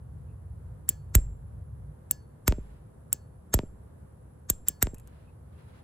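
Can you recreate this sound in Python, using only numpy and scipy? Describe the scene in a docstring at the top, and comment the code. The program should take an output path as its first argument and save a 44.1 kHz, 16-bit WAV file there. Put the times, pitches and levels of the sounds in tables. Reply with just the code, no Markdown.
"""A transmission solenoid on a cloth-covered workshop bench, tapped with power close to a phone's microphones.
Its spool scrapes in to a bright click and springs back with a squeal and a clack: shaped noise bursts.
Each stop rings paired steel modes; filtered pushes make the body thump, rock and hop on the bench.
Wire ticks, squeaks and rustles are small noise bursts; a low hum, room air and a faint hiss lie behind."""
import sys
import numpy as np
from scipy import signal
from scipy.fft import rfft, irfft
from scipy.io import wavfile
from scipy.ndimage import uniform_filter1d, minimum_filter1d

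SR = 44100
rng = np.random.default_rng(int(sys.argv[2]) if len(sys.argv) > 2 else 0)


def wav_record(signal):
    """Record a signal, one row per channel, as 16-bit PCM in the file named by sys.argv[1]."""
    frames = np.transpose(np.atleast_2d(signal))
    bounded = np.clip(frames, -1, 1)
    # unit amplitude maps onto the largest positive 16-bit level
    quanta = np.round(bounded * 32767).astype(np.int16)
    wavfile.write(sys.argv[1], SR, quanta)


N = 257103  # length of the scene [samples]
SIZE = 32768  # length of one blow, and of the room's answer [samples]
T = np.arange(SIZE) / SR - 2048 / SR  # time around a blow [s]


def undb(db):
    """Decibels to amplitude gain."""
    return 10 ** (np.asarray(db) / 20)


def unit(x):
    """Scale to rms 1."""
    return x / np.sqrt(np.mean(x ** 2))


def freqs(x):
    """Frequency of each spectral bin of x [Hz], kept above zero."""
    return np.maximum(np.fft.rfftfreq(x.shape[-1], 1 / SR), 1e-3)


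def filtered(x, response):
    """Apply a frequency response."""
    return irfft(rfft(x) * response, x.shape[-1])


def point_gain(x, points):
    """Gain at each bin of x, drawn through (frequency [Hz], level [dB]) points on a log frequency axis."""
    hz, db = np.transpose(points)
    return undb(np.interp(np.log(freqs(x)), np.log(hz), db))


def colour(x, points):
    """Shape the spectrum of x without shifting its phase."""
    return filtered(x, point_gain(x, points))


def struck(x, points):
    """Shape x like a struck body, which rings only after the blow (minimum phase)."""
    cepstrum = irfft(np.log(point_gain(x, points)))
    # doubling positive times and dropping negative ones leaves only a causal response
    causal = cepstrum * (1 + np.sign(np.fft.fftfreq(len(x))))
    return filtered(x, np.exp(rfft(causal)))


def resonance(x, hz, width_hz):
    """One damped resonance, gain 1 at its centre."""
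    f = freqs(x)
    return filtered(x, 1 / (1 + 1j * (f ** 2 - hz ** 2) / (f * width_hz)))


def fade(t, t60):
    """Exponential decay that starts at t = 0 and falls 60 dB in t60 seconds."""
    return (t >= 0) * np.exp(-np.log(1000) * np.abs(t) / t60)


def waver(rate):
    """Slow random swell of rms 1, mostly below the given rate [Hz]."""
    return unit(colour(rng.standard_normal(N), [(rate, 0), (2 * rate, -20), (4 * rate, -80)]))


def stereo_noise(points):
    """Diffuse noise of rms 1: alike at both ports in the bass, unrelated in the treble."""
    mid, side = rng.standard_normal((2, N))
    side = colour(side, [(60, -25.5), (150, -13), (400, 1.0), (1000, 0.0), (16000, 2.5)])
    left_right = mid + side * np.array([[1], [-1]])
    return unit(colour(left_right, points))


def add(track, s, sound):
    """Mix a blow into the track at time s."""
    start = int(round((s + T[0]) * SR))
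    track[start:start + SIZE] += sound[:N - start]


def chatter(envelope):
    """Countless tiny contacts under an envelope: noise of unit energy."""
    x = rng.standard_normal(SIZE) * envelope
    return x / np.sqrt(np.sum(x ** 2))


# workshop hum before levelling: (frequency [Hz], level [dB])
HUM_COLOUR = [(20, -28.5), (40, -6.5), (65, 14.5), (85, 12), (120, 10), (155, 7), (190, -15), (300, -64)]
# room air before levelling: (frequency [Hz], level [dB])
AIR_COLOUR = [(120, -15), (180, -0.5), (316, -11.5), (480, -12), (700, -18.5), (950, -20), (1650, -28.5),
              (2400, -40.5), (5700, -49), (7300, -44), (8700, -39), (9700, -48.5), (14300, -44),
              (15600, -67)]
HUM_DB, HUM_DROP_DB = -42, -8.5
HUM_DROP_AT_S, HUM_DROP_TAKES_S = 1.91, 0.04


def workshop():
    """Low wavering machine hum that drops once, a faint tone, room air and a thin high hiss."""
    t = np.arange(N) / SR
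    dropped = np.clip((t - HUM_DROP_AT_S) / HUM_DROP_TAKES_S, 0, 1)
    hum = stereo_noise(HUM_COLOUR) * undb(HUM_DB + HUM_DROP_DB * dropped + 0.79 * waver(3))
    tone = undb(-73.0 + 2 * waver(6.1)) * np.sin(2 * np.pi * 506 * t)
    air = stereo_noise(AIR_COLOUR) * undb(-58 + .5 * waver(3.3))
    hiss_colour = [(8000, -38), (10100, -34), (10500, 8.0), (10850, 11), (11200, -34.5), (12500, -47)]
    hiss = stereo_noise(hiss_colour) * undb(-76)
    return hum + tone + air + hiss


# faint squeaks of the wire, close to the microphones: (time [s], level [dB])
SQUEAKS = [(.3, -79), (4.983, -71), (5.283, -76), (5.579, -76.5)]


def squeaks():
    """Brief narrow bursts where the wire rubs: noise through two equal resonances."""
    track = np.zeros(N)
    for s, db in SQUEAKS:
        rub = resonance(rng.standard_normal(SIZE), 2600, 260)
        rub = unit(resonance(rub, 2600, 260))
        add(track, s, undb(db) * rub * np.exp(-(T / 0.022) ** 2))
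    return track


# scrape of the spool along its bore: (frequency [Hz], level [dB])
SLIDE_COLOUR = [(200, -4.5), (1700, 8), (3000, -3), (5500, 3), (6800, 2), (7600, 15), (8800, -39.5),
                (11000, 2.5), (14500, -13.5), (16000, -28)]


def slide(gain_db, build_t60):
    """The spool scrapes along its bore in uneven grains, louder and louder up to the stop."""
    grains = undb(5.8 * rng.standard_normal(SIZE))
    scrape = chatter(grains * fade(-T, build_t60))
    return undb(gain_db) * colour(scrape, SLIDE_COLOUR)


def crack(length_s):
    """Steel meets steel: a brief rough contact with an even spectrum and unit energy."""
    window = np.exp(-((T - length_s) / length_s) ** 2)
    x = rng.standard_normal(SIZE)
    # alternate between brief in time and even in spectrum
    for _ in range(4):
        x = irfft(np.exp(1j * np.angle(rfft(x * window))))
    return x


def click(points, gain_db, contact_s, settle_db, settle_t60, rebound_s, rebound_db, rebound_t60):
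    """The spool hits its stop, chatters against it and rebounds once."""
    settle = undb(settle_db) * chatter(fade(T - contact_s, settle_t60))
    rebound = undb(rebound_db) * chatter(fade(T - rebound_s, rebound_t60))
    return undb(gain_db) * struck(crack(contact_s) + settle + rebound, points)


def ring(modes, t, split_hz=9):
    """Steel modes in close pairs that beat and fade along t; each blow shares energy among them anew."""
    out = 0
    for hz, db, t60 in modes:
        main = np.sin(2 * np.pi * (hz * t + rng.random()))
        twin = np.sin(2 * np.pi * ((hz + split_hz) * t + rng.random()))
        gain = undb(db + 0.46 * rng.standard_normal())
        out = out + gain * fade(t, t60) * (main + 0.3 * twin)
    return out


def rattle(gain_db, spread_db=7):
    """Loose parts shake: small contacts of uneven size that die away."""
    sizes = undb(spread_db * rng.standard_normal(SIZE))
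    contacts = chatter(sizes * fade(T, .12))
    points = [(500, 1.5), (1500, 5), (3500, 1.5), (6000, 0.5), (8000, 5), (10000, -5.5), (15000, -8.5)]
    return undb(gain_db) * colour(contacts, points)


# spool pulls in; click and slide get a shared boost below:
# (time [s], click level [dB], slide level [dB], slide build-up t60 [s], ring level [dB])
PULLS = [(0.8904, 5.5, -25, .018, 2), (2.111, 0, -25.5, 0.015, 4), (3.129, 0.5, -28, 0.021, -1),
         (4.6846, 3, -25.5, .045, 2.5)]
# steel with the spool pulled in: (frequency [Hz], level [dB], t60 [s])
PULLED_MODES = [(1707, -62, .28), (4452, -64, .38), (5066, -60, .19), (5346, -62, .17), (6153, -57, .21),
                (6751, -57, .13), (7580, -48, .11), (11970, -68, .15)]
# the click of the pull: (frequency [Hz], level [dB])
PULL_COLOUR = [(60, -39), (300, -25), (1500, -36.5), (3000, -13), (4400, -23), (6500, -14), (7450, 4.5),
               (8600, -3.5), (9600, 9), (10800, -3.5), (11500, -9), (13600, -4.5), (14600, 10), (16300, -8)]
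PULL_RATTLE_DB = -30  # against the click level in the table


def pulls():
    """The coil snaps the spool in: a light scrape, a bright click, ringing steel."""
    track = np.zeros(N)
    for s, db, slide_db, slide_t60, ring_db in PULLS:
        scrape = slide(slide_db, slide_t60)
        stop = click(PULL_COLOUR, db, contact_s=0.00011, settle_db=-8.0, settle_t60=0.017,
                     rebound_s=0.0059, rebound_db=-19.0, rebound_t60=0.0048)
        steel = undb(ring_db) * ring(PULLED_MODES, T)
        loose = rattle(db + PULL_RATTLE_DB)
        add(track, s, undb(8.0) * (scrape + stop) + steel + loose)
    return track


# the body hops and lands hard, then once more softly:
# (time of landing [s], level [dB], time to the second landing [s])
HOPS = [(2.5231, 12.5, .0588), (3.5902, 13.5, .0423), (4.8698, 7.5, .0632)]
# a pull nudges the body and lets it rock back; levels against its click in the table
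NUDGE_DB, NUDGE_RECOIL_DB = -6, -3.5
NUDGE_ROCK_S, NUDGE_ROCK_DB = 0.014, -7
# the body rocks back after each thump: delay, level against the thump, level against the recoil
ROCK_S, ROCK_DB, ROCK_RECOIL_DB = .031, -10.5, -24
# levels against the first landing
LANDING_RECOIL_DB, SECOND_LANDING_DB, SECOND_RECOIL_DB = 0, -5.5, -7.5
LANDING_HZ, CLOTH_HZ = 6010, 450  # bandwidth of a hard landing and of a soft one


def bench_blows():
    """Strokes push the body and rock it back; hops land twice: (time [s], level [dB], Hz, recoil [dB])."""
    for s, db, *_ in PULLS:
        yield s, db + NUDGE_DB, CLOTH_HZ, db + NUDGE_RECOIL_DB
        yield s + NUDGE_ROCK_S, db + NUDGE_ROCK_DB, CLOTH_HZ, db + NUDGE_ROCK_DB
    for s, *_, thump_db, thump_hz, recoil_db in RELEASES:
        yield s, thump_db, thump_hz, recoil_db
        yield s + ROCK_S, thump_db + ROCK_DB, CLOTH_HZ, recoil_db + ROCK_RECOIL_DB
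    for s, db, flight_s in HOPS:
        yield s, db, LANDING_HZ, db + LANDING_RECOIL_DB
        yield s + flight_s, db + SECOND_LANDING_DB, CLOTH_HZ, db + SECOND_RECOIL_DB


# short resonances of the bench under the body: (frequency [Hz], width [Hz], level [dB])
BENCH_MODES = [(257, 25, -9), (395, 26, -6), (615, 16, -9.5), (912, 60, -13.5)]
# body knocking on the bench: (frequency [Hz], level [dB])
KNOCK_COLOUR = [(25, -4.5), (80, 0), (180, 3.5), (400, -2), (600, -6), (950, -15.5), (1600, -19.5),
                (2500, -19), (4200, -25.5), (7000, -27), (16000, -26)]
# body recoiling into the cloth: (frequency [Hz], level [dB])
RECOIL_COLOUR = [(15, -22), (30, -7.5), (58, 1.5), (80, -3), (110, -6), (160, -24.5), (300, -43),
                 (600, -64.5)]


def knocks():
    """Body recoils into the cloth and hops; hard landings ring the coil can, the bench top booms on."""
    track, recoil = np.zeros(N), np.zeros(N)
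    push = 1. * (np.abs(T) < .5 / SR)  # a single sample
    for s, db, contact_hz, recoil_db in bench_blows():
        # a softer contact dulls the blow
        blow = filtered(push, 1 / np.sqrt(1 + (freqs(push) / contact_hz) ** 6))
        add(track, s, undb(db) * blow)
        add(recoil, s, undb(recoil_db) * push)
    can = undb(-18.5) * resonance(track, 6304, 4.5)
    top = undb(0.5) * resonance(recoil, 50, 3)
    bench = sum(undb(db) * resonance(track, hz, width_hz) for hz, width_hz, db in BENCH_MODES)
    return colour(track, KNOCK_COLOUR) + bench + colour(recoil, RECOIL_COLOUR) + can + top


# spool springs back; click and squeal get a shared boost below:
# (time [s], click level [dB], squeal level [dB], ring level [dB], thump level on the bench [dB],
#  thump bandwidth [Hz], recoil level into the cloth [dB])
RELEASES = [(1.152, 4, -28, 5, 15, 2385, 42.5), (2.4792, -1.5, -20.5, -2, 18.5, 4400, 37),
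            (3.5411, 3, -6, -1.5, 17, 6740, 34), (4.5, 3.5, -19, -0.5, -1, 1080, 17),
            (4.8263, 2.5, -25, 1.5, 11.5, 4500, 29)]
# steel with the spool at rest: (frequency [Hz], level [dB], t60 [s])
REST_MODES = [(1640, -50, .08), (5308, -62, .16), (7565, -50, .38), (7957, -43, .08), (8145, -57, .18),
              (8942, -50, .2), (9345, -52, .1)]
# steel while the spool slides back: (frequency [Hz], level [dB], build-up t60 [s])
SLIDING_MODES = [(1717, -46, .07), (3600, -47, .06), (5378, -48, .06), (6525, -32, .055)]
# the clack of the release: (frequency [Hz], level [dB])
RELEASE_COLOUR = [(200, -1.5), (1500, -20.5), (4200, -13), (5100, -18.5), (6500, -7), (7400, 2.5),
                  (8600, -2), (9600, 5.5), (10900, -13), (12000, -2.5), (13400, 1.5), (14900, 8),
                  (15500, -24), (16500, -38.5)]
# a faster return thumps and scrapes harder: slide level at a 0 dB thump, dB of slide per dB of thump
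RETURN_SLIDE_DB, SLIDE_PER_THUMP = -17.5, 0.44
TRAVEL_S = 0.015  # the spool squeals only while it moves
RATTLE_DB = -37  # against the thump level in the table


def releases():
    """The spring drives the spool back: scrape and thin squeal swell to the clack, then steel rings."""
    track = np.zeros(N)
    for s, db, squeal_db, ring_db, thump_db, _, _ in RELEASES:
        scrape = slide(RETURN_SLIDE_DB + SLIDE_PER_THUMP * thump_db, build_t60=.021)
        # modes along reversed time grow up to the stop
        moving = np.exp(-(T / TRAVEL_S) ** 4)
        squeal = undb(squeal_db) * ring(SLIDING_MODES, -T) * moving
        stop = click(RELEASE_COLOUR, db, contact_s=.0003, settle_db=-11.5, settle_t60=0.01,
                     rebound_s=0.0037, rebound_db=-10.5, rebound_t60=0.0082)
        steel = undb(ring_db) * ring(REST_MODES, T)
        loose = rattle(thump_db + RATTLE_DB)
        add(track, s, undb(9.0) * (scrape + squeal + stop) + steel + loose)
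    return track


# soft rustles of handling: (time [s], half length [s], level [dB])
RUSTLES = [(2.661, 0.16, -68), (5.16, 0.17, -68.5), (5.631, 0.12, -66), (5.77, 0.069, -65)]


def rustles():
    """Short uneven swells of rubbing: diffuse noise under smooth humps."""
    t = np.arange(N) / SR
    swell = sum(undb(db) * np.exp(-((t - s) / length_s) ** 2) for s, length_s, db in RUSTLES)
    rub = stereo_noise([(150, -6), (600, 2), (1800, -3), (4000, -12.0), (6000, -21.5), (15000, -28.0)])
    return rub * swell * undb(1.5 * waver(20))


# the wire ticks on its terminal, before colouring: (time [s], level [dB])
TICKS = [(4.9443, -17.5), (4.9827, -26), (4.998, -25), (5.074, -23.5)]
TICK_BOUNCE_S, TICK_BOUNCE_DB = 0.0049, -9  # delay, level against the tick


def ticks():
    """Tiny bright contacts of the wire, each with one weaker bounce."""
    track = np.zeros(N)
    for s, db in TICKS:
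        for delay_s, drop_db in [(0, 0), (TICK_BOUNCE_S, TICK_BOUNCE_DB)]:
            add(track, s + delay_s, undb(db + drop_db) * chatter(fade(T, 0.011)))
    return colour(track, [(500, -6.0), (2500, -14.0), (5000, -16.5), (8000, -2.5), (12000, -1.5), (16000, -22)])


# the phone body shades and delays sound between its microphone ports:
# (frequency [Hz], left leads [rad], left minus right [dB])
PORTS = [(60, 0.2, -0.3), (250, 0.3, -1), (600, 0.37, 0.5), (1080, -0.74, 7), (2340, 0.86, 1.5),
         (3800, 0.77, 5), (5130, 1, 0), (7530, -0.7, 1), (8390, -1.5, -1), (10880, -4.5, -0.5),
         (14400, -8.5, -2.5)]


def ports(x):
    """What each microphone port picks up from a source close by."""
    hz, rad, db = np.transpose(PORTS)
    lead = np.interp(freqs(x), hz, rad)
    tilt = undb(np.interp(freqs(x), hz, db) / 2)  # half the difference to each side
    return np.array([filtered(x, tilt * np.exp(1j * lead)), filtered(x, 1 / tilt)])


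# the workshop's answer: (frequency [Hz], level [dB])
ROOM_COLOUR = [(60, -14), (300, -8), (1500, 7.5), (4000, 2.5), (6000, 3.5), (7500, -1.5), (10000, -26),
               (13000, -21), (15500, -16)]


def room(x, wet_db, t60, early_db, early_t60):
    """Near surfaces answer within milliseconds, the walls leave a faint tail: decaying noise."""
    t = np.arange(SIZE) / SR
    envelope = (undb(early_db) * fade(t, early_t60) + undb(wet_db) * fade(t, t60)) * (t > .009)
    shared, own = rng.standard_normal(SIZE), rng.standard_normal((2, SIZE))
    response = colour((shared + own) / np.sqrt(2) * envelope, ROOM_COLOUR)
    return signal.fftconvolve(x[None], response, axes=1)[:, :N]


def scene():
    """The solenoid close to the ports, its faint room echo and the workshop."""
    near = squeaks() + pulls() + knocks() + releases() + ticks()
    echo = room(near, wet_db=-61.5, t60=0.33, early_db=-53.5, early_t60=0.12)
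    return ports(near) + echo + rustles() + workshop()


def late_bass(x):
    """Each frequency above the deepest bass comes about one cycle late, so a thump chirps downwards."""
    return filtered(x, np.exp(-2j * np.pi * 1.15 * np.arcsinh(freqs(x) / 9)))


def limiter(x, ceiling=0.86, size=45):
    """Pull the gain of both channels down for about a millisecond around each peak."""
    gain = np.minimum(1, ceiling / np.maximum(np.abs(x).max(axis=0), 1e-9))
    return x * uniform_filter1d(minimum_filter1d(gain, size), size)


def record(dry):
    """The phone delays the bass, limits the clicks and cuts the top above 16.5 kHz."""
    low_pass = signal.ellip(10, .2, 100, 16500, fs=SR, output="sos")
    return signal.sosfilt(low_pass, limiter(late_bass(dry)))


dry = scene()
out = record(dry)
wav_record(out)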